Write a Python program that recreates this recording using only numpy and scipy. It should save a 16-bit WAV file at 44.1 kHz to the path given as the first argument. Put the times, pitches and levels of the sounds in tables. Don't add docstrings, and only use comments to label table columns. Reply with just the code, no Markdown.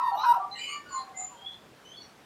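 import sys
import numpy as np
from scipy import signal
from scipy.io import wavfile
from scipy.ndimage import uniform_filter1d

SR = 44100
rng = np.random.default_rng(int(sys.argv[2]) if len(sys.argv) > 2 else 0)


def put_to_file(sound):
    columns = np.atleast_2d(sound).T
    safe = np.clip(columns, -1, 1)
    whole_steps = np.round(safe * 32767)
    wavfile.write(sys.argv[1], SR, whole_steps.astype(np.int16))


def invert_db(x):
    u = np.asarray(x, float) / 20
    return 10 ** u


N = 99533
LEAD = SR // 2
PURE = [(1, 0)]  # (multiple, level [dB])
# (multiple, level [dB])
FLUTY_ORDERS = [(1, 0.5), (2, -34.5), (3, -45), (4, -44)]


def voice(notes, orders, rise, fall, shake, flutter_db, rasp_rad, colour=((1, 0),)):
    out = np.zeros(N + SR)
    for start_s, length_s, from_hz, to_hz, db in notes:
        t = np.arange(0, length_s, 1 / SR)
        drift, flutter, grit = (waver(size)[:len(t)] for size in (200, 260, 100))
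        hz = (from_hz + (to_hz - from_hz) * t / length_s) * (1 + shake * drift)
        phase = 2 * np.pi * np.cumsum(hz) / SR + rasp_rad * grit
        ramp = np.minimum(t / rise, (length_s - t) / fall) / length_s
        shape = np.sin(np.pi / 2 * np.clip(ramp, 0, 1)) ** 2
        tone = np.zeros(len(t))
        for k, order_db in orders:
            if k * from_hz < SR / 2.5:
                tone += invert_db(order_db + read(colour, k * from_hz)) * np.sin(k * phase)
        at = round((start_s + 0.5) * SR)
        out[at:at + len(t)] += np.sqrt(2) * invert_db(db + flutter_db * flutter) * shape * tone
    return out


def waver(size):
    noise = rng.standard_normal(SR // 2)
    return evened(uniform_filter1d(uniform_filter1d(noise, size), size))


def evened(x):
    return x / np.sqrt(np.mean(x ** 2) + 1e-20)


def read(points, hz):
    f, value = np.transpose(points)
    return np.interp(np.log(hz + 1), np.log(f + 1), value)


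def carol():
    # (start [s], length [s], start [Hz], end [Hz], level [dB])
    notes = [
        (.252, 0.036, 972, 955, -26),
        (.281, 0.05, 955, 958, -20.5),
        (.336, 0.013, 990, 1013, -28),
        (.358, .02, 963, 974, -34.5),
    ]
    # (multiple, level [dB])
    orders = [(1, 4.5), (2, -31.5), (3, -29), (4, -28), (5, -35), (6, -35.5), (8, -47), (9, -36.5),
              (10, -51), (12, -39.5), (13, -33)]
    return voice(notes, orders, rise=0.2, fall=0.19, shake=0.0043, flutter_db=0.3, rasp_rad=0.04)


def opening():
    # (start [s], length [s], start [Hz], end [Hz], level [dB])
    notes = [
        (-.02, .14, 932, 918, -32),
    ]
    # (multiple, level [dB])
    orders = [(1, -1), (2, -12.5), (3, -32.5), (4, -22), (5, -26), (6, -37), (7, -43), (10, -34),
              (13.5, -34)]
    return voice(notes, orders, rise=0.69, fall=0.1, shake=0.0083, flutter_db=1.0, rasp_rad=0.072)


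def flute():
    # (start [s], length [s], start [Hz], end [Hz], level [dB])
    notes = [(-.04, .148, 990, 972, -26.5), (.112, .035, 975, 955, -32), (.115, .045, 810, 770, -30),
             (.148, .035, 730, 640, -40), (.17, .06, 830, 885, -34), (.233, .021, 1040, 1010, -25),
             (.36, .024, 830, 670, -32), (.378, .045, 775, 765, -34.5), (.43, .03, 770, 770, -38),
             (.395, .065, 1160, 1180, -37), (.5, .055, 790, 820, -48), (.905, .03, 1140, 1075, -46)]
    return voice(notes, FLUTY_ORDERS, rise=0.091, fall=0.12, shake=0.012, flutter_db=1.24, rasp_rad=0.091)


def squeeze():
    # (start [s], length [s], start [Hz], end [Hz], level [dB])
    notes = [
        (.16, 0.093, 933, 1018, -41),
        (.2, 0.072, 1023, 1002, -39.5),
        (.23, 0.1, 953, 949, -49.5),
        (.24, .05, 850, 890, -76),
    ]
    # (multiple, level [dB])
    orders = [(3, -17.5), (4, -4.5), (6, -20.5)]
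    return voice(notes, orders, rise=0.36, fall=0.32, shake=0.0039, flutter_db=2.26, rasp_rad=0.22)


def husky():
    # (start [s], length [s], start [Hz], end [Hz], level [dB])
    notes = [
        (-.03, .07, 1300, 1330, -38),
        (.19, .05, 1190, 1330, -39),
        (.236, .03, 1420, 1590, -36),
        (.24, .04, 1250, 1330, -38),
        (.262, .05, 1380, 1500, -38),
        (.322, .075, 1320, 1340, -41),
    ]
    # (multiple, level [dB])
    orders = [(1, 3.5), (2, -19.5), (4, -24.5)]
    return voice(notes, orders, rise=0.085, fall=0.62, shake=0.021, flutter_db=0.93, rasp_rad=0.51)


def hoot():
    # (start [s], length [s], start [Hz], end [Hz], level [dB])
    notes = [
        (.918, .14, 1067, 1046, -33),
    ]
    return voice(notes, FLUTY_ORDERS, rise=0.25, fall=0.67, shake=0.00284, flutter_db=1.9, rasp_rad=0.15)


def whistles():
    # (start [s], length [s], start [Hz], end [Hz], level [dB])
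    notes = [
        (.545, .075, 1890, 1915, -48),
        (.548, .07, 2800, 2870, -49),
        (.525, .1, 2050, 2130, -51),
        (.58, .09, 2380, 2402, -40),
        (.605, .065, 2990, 2998, -33.5),
        (.6, .12, 2510, 2480, -50),
        (.655, .115, 2160, 2190, -44),
        (.665, .105, 2920, 2915, -38),
        (.69, .082, 2325, 2340, -43),
    ]
    # (multiple, level [dB])
    orders = [(1, 0), (2, -13.5), (3, -11), (4, -14), (5, -27)]
    # (frequency [Hz], level [dB])
    beak = [(2000, -1.5), (3000, -2.5), (3700, -1), (4700, 4), (5800, -29), (6900, 1), (7700, -2),
            (9000, -22.5)]
    return voice(notes, orders, rise=0.25, fall=0.2, shake=0.006, flutter_db=2.2, rasp_rad=0.3, colour=beak)


def reed():
    # (start [s], length [s], start [Hz], end [Hz], level [dB])
    notes = [
        (.665, .125, 1140, 1175, -43),
        (.84, .115, 1445, 1475, -48),
    ]
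    # (multiple, level [dB])
    orders = [(1, -2.5), (2, -14.5), (3, -37), (5, -54)]
    return voice(notes, orders, rise=0.3, fall=0.1, shake=0.008, flutter_db=2.6, rasp_rad=0.25)


def pips():
    # (start [s], length [s], start [Hz], end [Hz], level [dB])
    notes = [(.12, 0.045, 4250, 4370, -60.5), (.14, 0.079, 13150, 13250, -62.5),
             (.508, 0.065, 4060, 4080, -43), (.565, 0.13, 4080, 3995, -59.5),
             (.575, 0.035, 4330, 4360, -54), (.52, 0.035, 6250, 6200, -62), (.84, 0.21, 4730, 4720, -64),
             (.885, 0.068, 7230, 7200, -57.5), (.91, 0.071, 7000, 6980, -46.5), (.94, 0.1, 4250, 4200, -52),
             (.96, 0.07, 4070, 4005, -54), (.96, .07, 9600, 9250, -69.5), (1.15, 0.14, 7030, 7070, -42.5),
             (1.16, 0.1, 7230, 7170, -45), (1.17, 0.041, 8000, 7900, -65)]
    return voice(notes, PURE, rise=0.23, fall=0.26, shake=0.0047, flutter_db=3.0, rasp_rad=0.31)


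def side_tones():
    # (start [s], length [s], start [Hz], end [Hz], level [dB])
    notes = [(-.01, .112, 1056, 1048, -34), (.045, .09, 1130, 1115, -43.5), (0, 0.04, 1000, 1300, -44),
             (.1, 0.068, 1320, 1340, -49), (.15, .04, 1150, 1180, -46), (.93, 0.087, 1140, 1160, -48),
             (1.2, 0.039, 860, 800, -56), (1.2, 0.062, 1160, 1280, -58), (1.28, 0.056, 1080, 1190, -58.5),
             (.74, 0.13, 1790, 1800, -58), (.97, 0.084, 1830, 1820, -60), (.95, 0.074, 2120, 2100, -59.5)]
    return voice(notes, PURE, rise=0.23, fall=0.19, shake=0.008, flutter_db=1.5, rasp_rad=0.12)


def strands():
    # (start [s], length [s], start [Hz], end [Hz], level [dB])
    notes = [(.2, 0.12, 5480, 5500, -58), (.2, 0.11, 5100, 5150, -61.5), (.235, .035, 4600, 4200, -55),
             (.235, 0.039, 2520, 2540, -52), (.13, 0.069, 2800, 2950, -60), (.145, .06, 5700, 6100, -62),
             (.23, .14, 13000, 13000, -65), (.24, .12, 8950, 8850, -65), (0.547, .07, 2980, 2960, -52),
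             (.61, .07, 3100, 2800, -47), (.62, 0.065, 2200, 2150, -50), (.6, 0.14, 2600, 2560, -55),
             (.66, .12, 4450, 4460, -54.5), (.565, 0.056, 7720, 7660, -55.5),
             (.65, 0.116, 6560, 6600, -55.5), (.64, .1, 8350, 8300, -61), (.875, .1, 4410, 4270, -58),
             (1.19, .06, 4000, 3990, -64), (1.16, 0.086, 7800, 7750, -63), (0.893, 0.13, 7700, 7750, -68.5),
             (1.46, .12, 3250, 3290, -54), (1.92, 0.063, 3500, 3150, -57), (.57, .05, 3990, 4000, -50),
             (.575, .08, 6950, 7000, -58), (.68, .055, 8760, 8740, -58), (.96, .05, 9250, 9230, -68),
             (.97, .05, 3430, 3420, -63), (1.52, .04, 4080, 4090, -64), (2.02, 0.054, 5550, 5480, -64),
             (2.0, .06, 4100, 4080, -68), (2.01, .04, 2950, 2850, -67), (2.02, .05, 4480, 4300, -62.5)]
    return voice(notes, PURE, rise=0.28, fall=0.34, shake=0.0061, flutter_db=2.7, rasp_rad=0.35)


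def far_magpie():
    # (start [s], length [s], start [Hz], end [Hz], level [dB])
    notes = [
        (.98, 0.08, 790, 769, -50),
        (1.07, 0.075, 775, 755, -48),
        (1.15, 0.085, 757, 748, -45),
        (1.06, 0.03, 1114, 1083, -52.5),
        (1.3, 0.081, 1017, 900, -51.5),
        (1.415, 0.046, 788, 773, -53.5),
    ]
    return voice(notes, PURE, rise=0.3, fall=0.3, shake=0.006, flutter_db=1.5, rasp_rad=0.12)


def chirps():
    # (start [s], length [s], start [Hz], end [Hz], level [dB])
    notes = [
        (1.35, .09, 3170, 3260, -60),
        (1.41, .055, 3240, 3300, -50),
        (1.455, .035, 3320, 3450, -38),
        (1.5, .07, 3430, 3480, -52),
        (1.928, .08, 3370, 3400, -49),
        (1.958, .08, 4390, 4430, -51),
        (2.012, .045, 5830, 5720, -58),
        (1.13, .115, 2060, 2100, -52),
        (.7, .075, 6930, 6880, -51),
    ]
    return voice(notes, PURE, rise=0.3, fall=0.3, shake=0.005, flutter_db=2.2, rasp_rad=0.15)


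def twitter():
    # (start [s], length [s], start [Hz], end [Hz], level [dB])
    notes = [
        (1.842, 0.1096, 2978, 3196, -55),
    ]
    orders = [(1, 1.5), (2, -8)]  # (multiple, level [dB])
    return voice(notes, orders, rise=0.2, fall=0.26, shake=0.007, flutter_db=2.6, rasp_rad=0.2)


def garden(x):
    # (frequency [Hz], t60 [s])
    decay = [(500, 0.17), (1000, 0.52), (3000, 0.27), (7000, 0.34), (13000, 0.1)]
    # (delay [s], level [dB])
    echoes = [
        (.009, -15),
        (.017, -5),
        (.031, 1),
        (0.053, -14.5),
    ]
    taps = np.zeros(SR)
    at = np.arange(400, SR - 20, 20)
    taps[at + rng.integers(0, 20, len(at))] = rng.choice([-1., 1.], len(at))
    hz, t, z = signal.stft(taps, SR, nperseg=256)
    fade_db = -60 * t / read(decay, hz)[:, None]
    tail = signal.istft(z * invert_db(fade_db), SR, nperseg=256)[1]
    tail = tail / np.linalg.norm(tail)
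    for delay_s, db in echoes:
        tail[round(delay_s * SR)] += invert_db(db)
    return signal.fftconvolve(x, tail)[:len(x)]


def hush():
    # (frequency [Hz], density [dB per Hz])
    spectrum = [(15, -16), (25, -9.5), (174, -3), (323, -3), (411, -2), (615, -4), (999, -5.5),
                (3740, -15.5), (15600, -32)]
    frames, hz = N // 256 + 5, np.fft.rfftfreq(1024, 1 / SR)
    a, b, patches = rng.standard_normal((frames, 513, 3)).T
    patches = uniform_filter1d(patches, size=12, axis=0)
    patches = evened(uniform_filter1d(patches, size=14, axis=1))
    z = (a + 1j * b) * invert_db(read(spectrum, hz)[:, None] + 1.13 * patches)
    noise = signal.istft(z, nperseg=1024, noverlap=768)[1][:N]
    return invert_db(-55) * evened(noise)


def scene():
    # (sound, garden send [dB])
    layers = [(carol(), -19),
              (opening() + flute() + squeeze() + husky(), -13),
              (hoot(), -17.5),
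              (whistles() + reed() + pips(), -10.5),
              (far_magpie() + chirps() + twitter(), -9),
              (side_tones() + strands(), -12)]
    direct = sum(sound for sound, _ in layers)
    wet = garden(sum(invert_db(send_db) * sound for sound, send_db in layers))
    return ((direct + wet)[LEAD:][:N] + hush())[None]


def roll_off(x):
    return signal.sosfilt(signal.butter(12, 15710, fs=SR, output="sos"), x)


def record(dry):
    b, a = signal.butter(2, 60, "high", fs=SR)
    mix = signal.lfilter(b, a, dry)
    return roll_off(mix)


dry = scene()
out = record(dry)
put_to_file(out)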